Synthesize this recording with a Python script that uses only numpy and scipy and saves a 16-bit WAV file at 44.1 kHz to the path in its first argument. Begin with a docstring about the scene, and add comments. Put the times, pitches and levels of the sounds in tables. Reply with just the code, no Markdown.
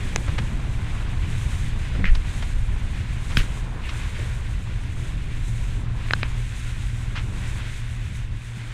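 """Inflatable boat at speed

Wind buffets the microphone while the outboard motor's exhaust pulses blend into a steady drone.
Bubbles in the wake rush and fizz beside the boat, swelling as the hull meets each small wave.
Spray reaches the camera: drops knock on its case, showers spatter it,
and a few blows of air and water thump the microphone opening."""
import sys
import numpy as np
from scipy import signal
from scipy.fft import rfft, irfft
from scipy.io import wavfile
from scipy.ndimage import uniform_filter1d

SR = 44100
rng = np.random.default_rng(int(sys.argv[2]) if len(sys.argv) > 2 else 0)


def int16_out(signal):
    """Quantize to a 16-bit WAV file."""
    q = np.round(np.clip(np.atleast_2d(signal).T, -1, 1) * 32767)
    wavfile.write(sys.argv[1], SR, q.astype(np.int16))


N = 385314
TIME = np.arange(N) / SR

# The airstream on the microphone. Each row: time in seconds, relative strength in dB.
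WIND_STRENGTH = [(0, 1.5), (.3, 2.5), (1.1, 1), (1.9, 0.5), (2.9, 0.5), (3.7, -2), (5.8, -0.5), (6.6, -3),
                 (7.4, 0), (7.8, -4), (8.35, -2.5), (8.53, -13.5), (8.74, -8)]
# Gusts and lulls. Each row: middle and length in seconds, then change of surge, buffet, flutter in dB.
GUSTS = [(1.5, .45, 1, 6, -0.5), (2.0, .2, 1, 3.5, 8.5), (2.146, 0.38, 10, -2, -3),
         (2.654, 0.51, 5.5, -0.5, -1.5), (3.392, .2, 9.5, 2, 8.5), (3.736, 0.47, -1, -2.5, 3.5),
         (5.15, 0.54, 1.5, -0.5, 3), (5.778, 0.28, 3.5, 2.5, 3), (6.55, 0.44, -0.5, 0, -2),
         (8.1, 1, -2, 1.5, -1), (8.624, 0.38, -3, -6, 14)]
# The tone of big, medium and small swirls of air. Each row: frequency in Hz, relative level in dB.
SURGE_TONE = [(12, -6), (22, -1.5), (35, -3), (48, -3), (65, -20), (110, -46)]
BUFFET_TONE = [(40, -11.5), (58, -1.5), (80, -1), (110, -5.5), (150, -17.5), (250, -38)]
FLUTTER_TONE = [(80, -13), (125, 2), (170, -2), (240, -9), (330, -14.5), (480, -24.5), (800, -27.5),
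                (1600, -65)]
# The motor. Each row: time in seconds, firings per second, level in dB.
ENGINE = [(0, 116.5, -36), (1.2, 115.3, -34), (2.2, 117, -40.5), (3, 118.4, -37.5), (4.2, 118.2, -36.5),
          (5.2, 117.4, -34.5), (6.5, 117.7, -32.5), (7.5, 118.5, -35.5), (8, 116.6, -34), (8.6, 117.6, -32),
          (8.74, 118, -37)]
# The notes in its drone. Each row: multiple of the firing rate, relative level in dB.
EXHAUST_NOTES = [(0.99, 0), (3 / 2, -24.5), (2, -23), (5 / 2, -32.5), (3, -34)]
# Big bubbles under the back of the boat. Each row: time in seconds, relative level in dB.
CHURN_LEVEL = [(0, -47), (1.0, -46.5), (1.7, -49), (3.3, -49.5), (3.55, -46), (4.1, -47), (5.5, -54),
               (5.95, -48.5), (6.8, -53), (7.55, -48), (7.8, -54), (8.4, -56.5), (8.74, -50.5)]
# The tone of big, medium and tiny bubbles. Each row: frequency in Hz, relative level in dB.
CHURN_TONE = [(250, 3.5), (450, 0.5), (650, -1.5), (850, -0.5), (1030, 3.5), (1250, -2), (1700, 1),
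              (3000, -42)]
RUSH_TONE = [(800, -13), (1250, -5), (1480, 1.5), (1750, 2), (2050, 3), (2500, 2), (2900, -1.5),
             (3600, -3.5), (4200, -8.5), (4800, -12), (6000, -15), (9000, -42)]
FIZZ_TONE = [(2400, -15), (3700, 4.5), (4600, -7), (5700, -2), (6400, 2), (7000, 1.5), (7600, 2.5),
             (9200, 0), (9900, -4.5), (10600, -6.5), (11500, -12), (13000, -13.5), (15300, -22)]
# The hull meets a wave. Each row: start and length in seconds, then in dB the swell of the foam,
# the swell of the thrown sheet of water, and the foam's dip just before.
WAVES = [(0.0, 0.38, 4, 3, 0), (0.896, 0.25, 1, 3, 0), (1.293, 0.34, 6, 3, 1), (1.827, 0.11, -2, 3.5, 0.5),
         (2.242, 0.14, 7, 3, 1.5), (2.86, 0.13, -1.5, 2.5, 0), (3.22, 0.21, 6, 2.5, -1),
         (3.877, 0.33, 4.5, 4, 5.5), (5.4, 0.26, 3.2, 0, 0), (6.04, 0.083, 6.5, 2.5, 5.5),
         (6.29, 0.53, 4, 2, 1.5), (7.4, 0.31, 4.5, 3.5, 0.5), (8.08, .06, 2.5, 1.5, 0),
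         (8.46, .3, 0.5, -1, 8)]
# Spatters of spray, and the low thud of one drop hitting the case.
# Each row: start in seconds, level in dB, length in seconds, low and high edge in Hz.
SPATTERS = [(0.159, -26, 0.0018, 150, 700), (0.277, -34.5, 0.011, 300, 1890),
            (0.38, -26.5, 0.0079, 350, 2770), (1.215, -42, 0.034, 1590, 3000),
            (1.949, -34.5, 0.0081, 170, 1500), (2.043, -30.5, 0.037, 1510, 2680),
            (2.148, -29, 0.0055, 700, 4030), (2.423, -28, 0.0056, 250, 2900),
            (3.298, -39, 0.027, 500, 3200), (3.367, -40.5, 0.018, 4500, 12000),
            (3.374, -30.5, 0.029, 1240, 3280), (3.835, -41, 0.032, 2110, 2900),
            (3.889, -36, 0.009, 900, 3700), (4.184, -45.5, 0.048, 330, 537), (6.235, -38, .014, 1400, 2600),
            (7.153, -31, 0.026, 960, 2870)]
# How the case rings. Each row: pitch in Hz, relative level in dB, seconds to fade by 60 dB.
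CASE_RINGS = [(745, -2, 0.0029), (1040, -5.5, 0.0063), (1770, -3.5, 0.0036), (2620, 1.5, 0.004),
              (3230, -7.5, 0.0052), (3970, -8, 0.0088), (4910, -9, 0.0073), (8000, -28, 0.0026)]
# Knocks of drops on the case; rows at nearly the same instant form one hit.
# Each row: start in seconds, relative knock level in dB, treble limit in Hz,
# then the wet spot's pitch in Hz, level in dB and seconds to fade by 60 dB.
KNOCKS = [(0.1606, -24, 12000, 6400, -3.5, 0.0017), (0.1604, -7.5, 2800, 2100, -14, 0.0032),
          (0.1628, -22, 5000, 600, -20, .005), (2.0428, -23, 2800, 1950, -8.5, 0.008),
          (3.371, -15.5, 5000, 1550, -9, 0.012), (3.37, -30, 9000, 3220, -12.5, 0.017),
          (3.3712, -22, 12000, 5230, -16.5, 0.011), (3.3716, -11, 9000, 2520, -4.5, 0.0067),
          (6.086, -30, 4000, 2000, -28, .008), (6.1085, -10, 2500, 1880, -9, 0.0062),
          (6.135, -11, 5500, 4050, -7.5, 0.0075), (6.1356, -35, 2500, 1580, -4, 0.012),
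          (6.2311, -8, 2760, 2330, -7.5, 0.0069)]
# Blows on the microphone opening, and at 8.57 s a short burst from the motor. Each row: start in seconds, level
# in dB, pitch in Hz, length in seconds.
THUMPS = [(0.286, -12, 70, 0.016), (0.382, -21, 55, .022), (2.0, -24.5, 187.3, 0.07),
          (2.077, -4.5, 24.5, 0.061), (3.372, -10.5, 130, 0.0087), (3.376, -11.5, 33, 0.044),
          (8.57, -28.5, 169, 0.014)]


def from_db(db):
    """Turn decibels into a number to multiply by."""
    return 10 ** (np.asarray(db) / 20)


def unit_power(x):
    """Scale a sound to an average power of 1."""
    return x / np.sqrt(np.mean(x ** 2) + 1e-20)


def in_time(rows):
    """Join a table's points with straight lines, one curve per column."""
    times, *columns = np.transpose(rows)
    return [np.interp(TIME, times, column) for column in columns]


def coloured(x, tone):
    """Shape a sound by a tone table, fading beyond the table's ends; power 1."""
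    hz, db = np.transpose(tone)
    freqs = np.maximum(np.arange(N // 2 + 1) * SR / N, 1)
    edges = np.minimum(freqs / hz[0], 1) ** 2 * np.minimum(hz[-1] / freqs, 1) ** 2
    gain = from_db(np.interp(np.log(freqs), np.log(hz), db))
    return unit_power(irfft(rfft(x) * edges * gain, N))


def drift(rate):
    """A smooth random wander of typical size 1, changing about rate times a second."""
    step = 40  # samples between points
    r = np.exp(-2 * np.pi * rate * step / SR)
    slow = signal.lfilter([1], [1, -2 * r, r * r], rng.standard_normal(N // step + 2002))[2000:]
    return np.interp(np.arange(N) / step, np.arange(len(slow)), unit_power(slow))


def hump(middle_s, length_s):
    """A smooth rise from 0 to 1 and back."""
    return np.cos(np.pi * np.clip((TIME - middle_s) / length_s, -.5, .5)) ** 2


def ring(clicks, hz, fade_s):
    """Each click starts a pure note that fades by 60 dB in fade_s."""
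    r = from_db(-60 / (fade_s * SR))
    angle = 2 * np.pi * hz / SR
    return signal.lfilter([0, np.sin(angle)], [1, -2 * r * np.cos(angle), r * r], clicks + 1e-18)


def add(out, start_s, sound):
    """Mix a short sound in at its start time."""
    at = int(start_s * SR)
    out[at:at + len(sound)] += sound[:N - at]


def airstream(tone, hold_s):
    """Swirling air whose force holds steady, as it does on a moving boat."""
    air = coloured(rng.standard_normal(N), tone)
    return air / np.sqrt(uniform_filter1d(air ** 2, size=int(hold_s * SR)))


def wind(buffet_limit_db=-24):
    """Big swirls of air surge past and buffet the microphone; small ones flutter over it."""
    strength, = in_time(WIND_STRENGTH)
    gusts = sum(np.outer(changes, hump(middle, length)) for middle, length, *changes in GUSTS)
    surge_gust, buffet_gust, flutter_gust = gusts
    surge_db = -27.5 + 0.92 * strength + surge_gust + 1.8 * drift(4.7)
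    surge = from_db(surge_db) * airstream(SURGE_TONE, hold_s=0.119)
    buffet_db = np.minimum(-30 + 0.94 * strength + buffet_gust, buffet_limit_db) + 1.64 * drift(5.5)
    buffet = from_db(buffet_db) * airstream(BUFFET_TONE, hold_s=0.1)
    flutter = coloured(rng.standard_normal(N), FLUTTER_TONE)
    flutter_db = -38.5 + 1.83 * strength + flutter_gust + 1.66 * drift(33)
    return surge + buffet + from_db(flutter_db) * flutter


def outboard(pitch_waver=0.00487, waver_db=1.6):
    """Exhaust pulses blend into a low drone that wavers in the airstream."""
    firing_hz, level_db = in_time(ENGINE)
    phase = 2 * np.pi * np.cumsum(firing_hz * (1 + pitch_waver * drift(7.1))) / SR
    drone = np.zeros(N)
    for multiple, db in EXHAUST_NOTES:
        gain = from_db(db + waver_db * drift(9.3))
        drone += gain * np.sin(multiple * phase + 2 * np.pi * rng.random())
    return np.sqrt(2) * from_db(level_db) * drone


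def bubbles(low_hz, high_hz, per_s, cycles, spread_db, pitches=18):
    """Bubbles burst at random, each ringing for some cycles; power 1."""
    out = np.zeros(N)
    for hz in np.geomspace(low_hz, min(high_hz, SR / 3), pitches):
        when, size_draw, sign_draw = rng.random((int(per_s * TIME[-1] / pitches), 3)).T
        sizes = from_db(-spread_db * np.log(np.maximum(size_draw, np.exp(-4))))
        clicks = np.zeros(N)
        clicks[(when * N).astype(int)] = sizes * np.sign(sign_draw - .5)
        out += unit_power(ring(clicks, hz, cycles / hz)) * np.sqrt(hz)
    return unit_power(out)


def water(tone, near_bubbles, near_db, slosh_db, slosh_rate):
    """Near bubbles stand out from the blur of countless far ones, and it all sloshes."""
    all_bubbles = rng.standard_normal(N) + from_db(near_db) * near_bubbles
    return coloured(all_bubbles, tone) * from_db(slosh_db * drift(slosh_rate))


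def swell(start_s, length_s, rise_s=0.12, fall_s=0.21):
    """Spray shoots up as the hull lands, holds, then rains down; 0 to 1."""
    t = TIME - start_s
    return np.clip(np.minimum(.5 + t / rise_s, 1 - (t - length_s) / fall_s), 0, 1)


def wave_levels(foam_rest_db=-54, sheet_rest_db=-45.5):
    """Waves lift the levels (dB) of the foam and the thrown sheet; the bigger wave wins an overlap."""
    foam, sheet, dip = 0, 0, 0
    for start, length, foam_db, sheet_db, dip_db in WAVES:
        foam = np.maximum(foam, foam_db * swell(start, length))
        sheet = np.maximum(sheet, sheet_db * swell(start - 0.034, length))  # the sheet lands first
        dip = dip + dip_db * hump(start - 0.15, length_s=0.33)  # the hull lifts clear before landing
    return foam_rest_db + foam - dip, sheet_rest_db + sheet - 0.43 * dip


def wake():
    """Big bubbles churn, the thrown sheet of water rushes down and plops, the foam fizzes."""
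    churn_db, = in_time(CHURN_LEVEL)
    foam_db, sheet_db = wave_levels()
    big = bubbles(338, 1382, per_s=500, cycles=13.5, spread_db=1.5)
    churn = water(CHURN_TONE, big, near_db=-10.5, slosh_db=1.0, slosh_rate=13)
    medium = bubbles(1244, 5010, per_s=2500, cycles=17, spread_db=0)
    rush = water(RUSH_TONE, medium, near_db=-9, slosh_db=1.03, slosh_rate=8)
    plops = coloured(bubbles(1053, 4020, per_s=45, cycles=46, spread_db=5, pitches=30), RUSH_TONE)
    sheet = rush + from_db(-20) * plops
    tiny = bubbles(3700, 13600, per_s=6000, cycles=4.5, spread_db=-1)
    fizz = water(FIZZ_TONE, tiny, near_db=-1.5, slosh_db=1.57, slosh_rate=9.6)
    return from_db(churn_db + 1.6) * churn + from_db(sheet_db) * sheet + from_db(foam_db) * fizz


def spatters(rise_s=.0015, spread_db=7.5, hiss_db=-28):
    """Spray spatters the case and one drop thuds on it: bursts of grainy noise with a faint hiss."""
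    out, t = np.zeros(N), TIME[:SR // 4]
    for start, db, length, low_hz, high_hz in SPATTERS:
        grains = rng.standard_normal(len(t)) * from_db(spread_db * rng.standard_normal(len(t)))
        band = signal.butter(2, [low_hz, high_hz], "band", fs=SR, output="sos")
        burst = unit_power(signal.sosfilt(band, grains)) + from_db(hiss_db) * unit_power(grains)
        fall_s = .003 + 0.64 * length  # long bursts linger
        shape = (1 - np.exp(-t / rise_s)) * np.exp(-np.maximum(t - length, 0) / fall_s)
        add(out, start, from_db(db) * shape * burst)
    return out


def drop_knocks():
    """Drops knock on the case and the wet spot rings briefly; one hit can have several layers."""
    out, click = np.zeros(N), signal.unit_impulse(SR // 20)
    case = sum((-1) ** k * from_db(db) * ring(click, hz, fade_s)
               for k, (hz, db, fade_s) in enumerate(CASE_RINGS))
    for start, db, treble_hz, spot_hz, spot_db, fade_s in KNOCKS:
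        knock = from_db(db + 2) * case + from_db(spot_db) * ring(click, spot_hz, fade_s)
        soften = signal.butter(2, treble_hz, fs=SR, output="sos")  # softer contact sounds duller
        add(out, start, signal.sosfilt(soften, knock))
    return out


def thumps():
    """A blow on the microphone opening briefly swings the pressure to and fro; a short burst from the motor at
    8.57 s is made the same way."""
    out = np.zeros(N)
    for start, db, hz, length in THUMPS:
        t = TIME[:int(length * SR)]
        add(out, start, from_db(db) * np.sin(np.pi * t / length) * np.sin(2 * np.pi * hz * t))
    return out


def scene():
    """Everything meets at one microphone in the open air."""
    return (wind() + outboard() + wake() + spatters() + drop_knocks() + thumps())[None]


def record(dry, peak_limit=.75, cutoff_hz=15300):
    """Round off the tallest peaks and cut away the highest treble."""
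    rounded = dry / (1 + (dry / peak_limit) ** 4) ** .25
    return signal.sosfilt(signal.ellip(10, .1, 80, cutoff_hz, fs=SR, output="sos"), rounded)


dry = scene()
out = record(dry)
int16_out(out)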